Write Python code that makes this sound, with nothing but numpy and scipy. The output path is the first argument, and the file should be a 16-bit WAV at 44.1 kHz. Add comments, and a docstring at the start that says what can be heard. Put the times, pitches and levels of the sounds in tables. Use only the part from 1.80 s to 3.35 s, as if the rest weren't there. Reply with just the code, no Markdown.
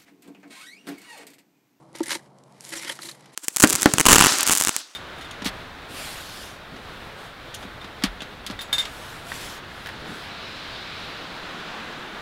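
"""Outdoors, over the faint rumble and hum of a far idling engine, a hand rubs damp soil across a wire
screen in a wooden frame. Friction of grit on the mesh excites the screen's modes, which hum hollowly.
First a dull thump rings the screen, and a short hard push crushes crumbs and cracks clods on the wires.
In the lull a few grains tick. Two longer sweeps follow, scraping, crunching and rasping."""
import sys
import numpy as np
from scipy import signal
from scipy.fft import rfft, irfft, next_fast_len
from scipy.io import wavfile
from scipy.ndimage import uniform_filter1d, map_coordinates

SR = 44100
rng = np.random.default_rng(int(sys.argv[2]) if len(sys.argv) > 2 else 0)


def put_to_file(sound):
    """Save the sound as 16-bit audio at rate SR, in the file named by the first command-line argument."""
    columns = np.atleast_2d(sound).T  # one column per channel
    safe = np.clip(columns, -1, 1)
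    whole_steps = np.round(safe * 32767)
    wavfile.write(sys.argv[1], SR, whole_steps.astype(np.int16))


N = 68355

# Contact spectra of coarse grit and of fine soil. Each row: frequency in Hz, relative level in dB.
GRIT_SPECTRUM = [(40, -15), (150, -13), (300, -8), (700, -12.5), (950, -6), (1250, -3), (1600, 0),
                 (1950, 3), (2300, 1), (2650, -5), (3050, -1), (3600, -4.5), (3950, -1), (4600, -4.5),
                 (5300, -3.5), (7500, -15.5), (15000, -45)]
SOIL_SPECTRUM = [(100, -50), (1500, -22.5), (3500, 0.5), (5200, -2.5), (7300, 1.5), (10000, 0.5),
                 (11800, -4), (13000, -12), (15500, -23)]
# Normal modes of the framed screen. Each row: frequency in Hz, relative level when struck in dB,
# time to decay by 60 dB in seconds, relative level when scraped in dB.
SCREEN_MODES = [(236, -20.5, 0.12, -11), (330.8, 2, 0.061, -2.5), (553.6, -15, 0.056, -0.5),
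                (901.5, -9.5, 0.032, -6), (1220, -14.5, 0.017, -38), (1955, -26, 0.018, -25.5)]


def amp(db):
    """Amplitude ratio of a level in decibels."""
    return 10 ** (np.asarray(db) / 20)


def unit(x):
    """Normalisation to an rms of 1."""
    return x / np.sqrt(np.mean(x ** 2) + 1e-20)


def since(start):
    """Elapsed time in seconds, zero before the start."""
    return np.maximum(np.arange(N) / SR - start, 0)


def wobble(rate):
    """Smooth random modulation: a spline through `rate` knots a second."""
    return map_coordinates(rng.standard_normal(N // 20), [np.arange(N) * rate / SR], mode="wrap")


def filtered(x, response):
    """Linear filtering: the spectrum is multiplied by a frequency response."""
    size = next_fast_len(N + SR // 4)
    return irfft(rfft(x, size) * response(np.fft.rfftfreq(size, 1 / SR)), size)[:N]


def coloured(x, spectrum, size=4096):
    """Convolution with a minimum-phase pulse of unit energy and the given spectral shape."""
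    hz, db = np.transpose(spectrum)
    log_hz = np.log(np.fft.rfftfreq(size, 1 / SR) + 1)
    cepstrum = irfft(np.log(amp(np.interp(log_hz, np.log(hz), db))))
    cepstrum[1:size // 2] *= 2  # folding the cepstrum makes the pulse causal
    cepstrum[size // 2 + 1:] = 0
    pulse = irfft(np.exp(rfft(cepstrum)))
    return signal.fftconvolve(x, pulse / np.linalg.norm(pulse))[:N]


def outdoors(rumble_db=-55.5):
    """A far engine's line spectrum, slightly phase-modulated, lies on a continuous low rumble."""
    # Engine partials. Each row: frequency in Hz, level in dB.
    partials = [(133.2, -62.5), (150, -65.5), (166.6, -70), (183.4, -71), (200, -66)]
    # Spectrum of the rumble. Each row: frequency in Hz, relative level in dB.
    spectrum = [(25, -76), (60, -28.5), (100, -19), (120, -16), (160, -10.5), (225, -9), (300, -12.5),
                (430, -11.5), (600, -11.5), (880, -12.5), (1100, -16.5), (1500, -26), (2240, -51),
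                (5000, -55), (9000, -46), (15000, -68)]
    hum = sum(amp(db) * unit(np.sin(2 * np.pi * (hz * since(0) + rng.random()) + .5 * wobble(4.3)))
              for hz, db in partials)
    return amp(rumble_db) * unit(coloured(rng.standard_normal(N), spectrum)) + hum


def grains(per_second=4500, spread_db=4, window=220):
    """Shot noise: tiny contacts of random size and sign, their power evened over a few milliseconds."""
    hits = (rng.random(N) < per_second / SR) * np.sign(rng.standard_normal(N))
    hits *= amp(spread_db * rng.standard_normal(N))
    return hits / np.sqrt(np.abs(uniform_filter1d(hits ** 2, window)) + 1e-9)


def rubbing():
    """Stick-slip friction: grit and fine soil drag over the wires and judder together."""
    # Course of the strokes. Each row: time in seconds, level of grit in dB, level of fine soil in dB.
    strokes = [(0, -70, -72.5), (0.131, -72, -77.5), (0.151, -50, -59), (.2, -50, -55.5), (.222, -54, -70),
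               (.254, -52.5, -52), (0.291, -49, -46), (0.319, -30, -33.5), (.34, -39.5, -38.5),
               (0.354, -36, -40), (0.367, -46.5, -45.5), (.385, -57.5, -58), (.42, -65, -67),
               (.52, -73, -79.5), (.7, -70.5, -73.5), (.795, -60, -66.5), (.82, -61, -54.5),
               (.88, -50.5, -46.5), (.912, -53, -50), (0.927, -38, -37), (.948, -41.5, -42),
               (0.971, -40.5, -38), (1.01, -43.5, -46), (1.03, -47.5, -44), (1.06, -42, -49.5),
               (1.102, -39, -41), (1.123, -40, -42.5), (1.136, -49.5, -49), (1.165, -53, -53),
               (1.204, -50.5, -56), (1.221, -52.5, -43.5), (1.262, -44.5, -41.5), (1.281, -55.5, -45.5),
               (1.295, -44.5, -43), (1.33, -57, -54), (1.385, -61, -66), (1.45, -57, -67.5),
               (1.519, -61.5, -73), (1.535, -56.5, -54), (1.55, -54, -62)]
    times, *levels = np.transpose(strokes)
    judder_db = 2.0 * wobble(rate=200)
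    coarse, fine = (amp(np.interp(since(0), times, db) + judder_db) * grains() for db in levels)
    return coloured(coarse, GRIT_SPECTRUM) + coloured(fine, SOIL_SPECTRUM)


def screen_resonance(scrape, gain_db=12.5):
    """Forced vibration: each mode answers the scraping as a damped second-order resonator."""
    def response(f):
        s = 2j * np.pi * f
        total = 0
        for hz, _, t60, db in SCREEN_MODES:
            damping = 2 * np.log(1000) / t60
            total += amp(db) * s * damping / (s * s + s * damping + (2 * np.pi * hz) ** 2)
        return total
    return amp(gain_db) * filtered(scrape, response)


def screen_hum(hz=328.3, waver_rad=0.86):
    """Sustained oscillation: the pressure of the moving hand keeps the main mode on a wavering note."""
    # Envelope of the note. Each row: time in seconds, level in dB.
    envelope = [(.26, -58), (.305, -42), (.35, -46.5), (.39, -71), (.45, -91), (.84, -75), (.925, -44.5),
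                (.97, -52), (1.02, -54), (1.06, -53), (1.125, -46), (1.16, -70), (1.27, -48), (1.34, -82)]
    times, db = np.transpose(envelope)
    phase = 2 * np.pi * hz * since(0) + waver_rad * wobble(rate=25)
    return amp(np.interp(since(0), times, db)) * np.sin(phase)


def clicks(events, spectrum, decay_s):
    """Impact transients: hard contacts give noise bursts of abrupt onset and exponential decay."""
    envelope = sum(amp(db) * (since(start) > 0) * np.exp(-since(start) / decay_s)
                   for start, db in events)
    noise = rng.standard_normal(N)
    local_rms = np.sqrt(np.abs(uniform_filter1d(noise ** 2, 32)))
    return coloured(envelope * noise / local_rms, spectrum)


def grain_ticks():
    """Sudden release: a grain snaps off a wire, and so brief an impulse is rich in treble."""
    # Single grains. Each row: start in seconds, level in dB.
    snaps = [(0.1298, -49), (0.1596, -36), (.185, -38), (.2185, -42), (0.2319, -34), (0.3073, -34),
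             (0.3193, -20.5), (0.3727, -40), (0.586, -49), (0.6374, -47), (0.724, -49.5), (0.8078, -30),
             (.83, -49), (0.8455, -37), (0.8505, -32), (1.1721, -39.5), (1.2893, -41), (1.3012, -37)]
    # Spectrum of a tick. Each row: frequency in Hz, relative level in dB.
    spectrum = [(200, -19), (2000, -7.5), (4000, 1), (6000, 3.5), (10000, 1.5), (12500, -18), (15500, -21)]
    return clicks(snaps, spectrum, decay_s=0.001)


def hand_thumps():
    """Free vibration: blows ring the soil-damped modes, and harder contact favours the higher ones."""
    # Blows of the hand. Each row: start in seconds, level in dB, rise time of the main mode in seconds,
    # hardness in dB per octave, extra level of the woody mode in dB (set by the spot struck).
    blows = [(0.149, -37.5, 0.0026, 8.5, 8), (.2043, -11, 0.0031, -0.5, 0.5),
             (0.276, -32.5, 0.0028, -4, -2), (.304, -35, 0.0036, -3, 17), (.315, -36.5, 0.0025, 0, 22),
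             (.354, -28.5, 0.00097, 3.5, -1), (.92, -32, 0.0052, 2, 2), (.932, -52.5, .003, 6.5, 26.5),
             (.96, -37.5, 0.0044, 0, 0), (1.047, -35, .002, -1, 1), (1.099, -41, 0.0029, 3, 25),
             (1.122, -40, 0.0018, -12, 8), (1.19, -40.5, 0.0023, 8, -3), (1.245, -38, 0.0019, -7, 2),
             (1.275, -40, 0.003, -10, 3)]
    main_hz, woody_hz = SCREEN_MODES[1][0], SCREEN_MODES[2][0]
    out = np.zeros(N)
    for start, db, rise, hardness, woody_db in blows:
        t = since(start)
        for hz, mode_db, t60, _ in SCREEN_MODES:
            polarity = -1 if hz < main_hz else 1  # the lowest mode swings against the others
            weight_db = mode_db + hardness * np.log2(hz / main_hz) + woody_db * (hz == woody_hz)
            attack = 1 - np.exp(-t * hz / (rise * main_hz))  # higher modes speak sooner
            out += amp(db + weight_db - 60 * t / t60) * attack * polarity * np.sin(2 * np.pi * hz * t)
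    return out


def swell(start, rise):
    """A critically damped envelope: it reaches 1 after `rise` seconds, then dies away."""
    u = since(start) / rise
    return u * np.exp(1 - u)


def palm_puffs(hz=45.5, rise_s=0.0083):
    """Volume displacement: the palm shoves the soil and pushes out a faint, deep pulse of air."""
    # Shoves of the palm. Each row: start in seconds, level in dB.
    shoves = [(.15, -70), (.21, -59), (.27, -65), (.342, -65), (.945, -60), (1.04, -71)]
    return sum(amp(db) * swell(start, rise_s) * np.sin(2 * np.pi * hz * since(start))
               for start, db in shoves)


def crumb_crunches():
    """Fracture noise: each crumb collapses against the mesh in a brief, dense burst of grains."""
    # Crushed crumbs. Each row: start in seconds, level in dB, length in seconds,
    # level of fine soil relative to grit in dB.
    crumbs = [(0.151, -39, 0.0046, -5.5), (0.16, -41.5, 0.0029, 7), (0.171, -44, 0.003, -2),
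              (0.1846, -41, 0.0025, 12), (0.204, -43.5, 0.003, 1), (0.2298, -36, 0.0082, 19),
              (0.234, -38, 0.0029, 17), (0.258, -35.5, 0.003, 4), (0.2652, -34.5, 0.005, 11),
              (0.279, -37.5, 0.0076, -7), (0.2929, -30, 0.0028, 4), (0.2993, -32, 0.0039, -1),
              (0.3048, -26.5, 0.0039, 1.5), (0.3148, -25.5, 0.0031, -12), (0.324, -24, 0.002, -3),
              (0.3286, -28, 0.0032, -27), (0.3416, -31.5, 0.0049, 1.5), (0.35, -27.5, 0.0043, -5.5),
              (0.459, -58.5, 0.0042, -10), (0.87, -60, 0.0033, -8), (0.889, -38.5, 0.0064, 11),
              (0.903, -40, 0.0042, 8), (0.9373, -32.5, 0.0028, -7), (.954, -35, 0.0035, -7),
              (0.996, -35.5, 0.0025, -13), (1.022, -36.5, 0.0056, 5), (1.032, -34, 0.0035, -5),
              (1.046, -33, 0.0038, -7), (1.055, -52, 0.0027, -11), (1.0757, -38, 0.0027, -3),
              (1.079, -33.5, 0.0051, -3), (1.095, -33, 0.0054, -1.5), (1.1075, -38, 0.0027, -14),
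              (1.1205, -37.5, 0.0034, 20), (1.1533, -42, 0.0021, 7), (1.229, -38.5, 0.0041, -4),
              (1.286, -42.5, .005, -3), (1.311, -41.5, 0.005, 23), (1.407, -50.5, 0.0025, 2),
              (1.4574, -48, 0.0029, -4)]
    coarse_power, fine_power = np.zeros(N), np.zeros(N)
    for start, db, length, fine_db in crumbs:
        fine_ratio = amp(fine_db) ** 2
        power = (amp(db) * swell(start, rise=length / 2)) ** 2 / (1 + fine_ratio)
        coarse_power += power
        fine_power += power * fine_ratio
    coarse = coloured(np.sqrt(coarse_power) * grains(), GRIT_SPECTRUM)
    fine = coloured(np.sqrt(fine_power) * grains(), SOIL_SPECTRUM)
    return coarse + fine


def clod_cracks():
    """Hard impact: small stones and clods strike the wires with a dry, broadband crack."""
    # Stones and clods. Each row: start in seconds, level in dB.
    impacts = [(.1968, -33.5), (.2055, -32), (.2948, -31), (.3074, -18.5), (.3194, -20), (.3243, -40),
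               (.3274, -21), (.3308, -25), (.9378, -21), (1.0982, -24), (1.1033, -35), (1.1902, -23.5),
               (1.2335, -36), (1.2885, -31)]
    # Spectrum of a crack. Each row: frequency in Hz, relative level in dB.
    spectrum = [(150, -20.5), (600, -8), (1000, -0.5), (1600, 2.5), (2600, -2), (4500, -0.5), (5800, -14),
                (10000, -23), (15000, -41)]
    return clicks(impacts, spectrum, decay_s=0.00082)


def mesh_rasps():
    """Narrow-band friction noise: grit slips along the wires, giving a randomly modulated tone."""
    # Slips of grit. Each row: start in seconds, level in dB, rise time in seconds,
    # centre frequency in Hz, bandwidth in Hz.
    slips = [(.235, -38, 0.0026, 1896, 504.6), (.262, -38.5, 0.0036, 1955, 397),
             (0.292, -32.5, .002, 1940, 450), (.306, -28.5, 0.0018, 1857, 600),
             (0.281, -31.5, 0.0016, 9470, 1198), (.392, -52, 0.0027, 1800, 400),
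             (.92, -45, 0.008, 1882, 500), (0.956, -46.5, 0.004, 1930, 404), (.96, -39, 0.0077, 7260, 500),
             (.97, -38.5, 0.0075, 5730, 600), (1.0, -44, 0.018, 2196, 449.7),
             (1.066, -43, 0.0069, 3300, 495), (1.072, -38, 0.0074, 1948, 450), (1.09, -43, .004, 9700, 500),
             (1.0955, -27.5, 0.0025, 3208, 498), (1.096, -32, 0.0034, 1920, 606),
             (1.1898, -34, 0.0013, 1480, 900), (1.219, -38, 0.0031, 4340, 654),
             (1.25, -41.5, 0.0056, 4270, 790), (1.2865, -37, 0.0029, 4000, 745),
             (1.314, -39.5, 0.0021, 4220, 602)]
    out = np.zeros(N)
    for start, db, rise, hz, width_hz in slips:
        envelope = swell(start, rise)
        phase = 2 * np.pi * hz * since(start)
        band = envelope * (wobble(width_hz) * np.sin(phase) + wobble(width_hz) * np.cos(phase))
        out += amp(db) * band * np.linalg.norm(envelope) / np.linalg.norm(band)
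    return out


def scene(low_cut_hz=217):
    """Superposition of screen, puffs and background; the open mesh radiates bass poorly."""
    scrape = rubbing() + crumb_crunches()
    screen = scrape + screen_resonance(scrape) + grain_ticks() + clod_cracks()
    screen += hand_thumps() + screen_hum() + mesh_rasps()
    radiated = signal.sosfilt(signal.butter(5, low_cut_hz, "high", fs=SR, output="sos"), screen)
    return (radiated + palm_puffs() + outdoors())[None]


def record(dry, top_hz=15800):
    """Band limiting: an ideal low-pass filter removes the highest treble."""
    return filtered(dry[0], lambda hz: hz < top_hz)[None]


dry = scene()
out = record(dry)
put_to_file(out)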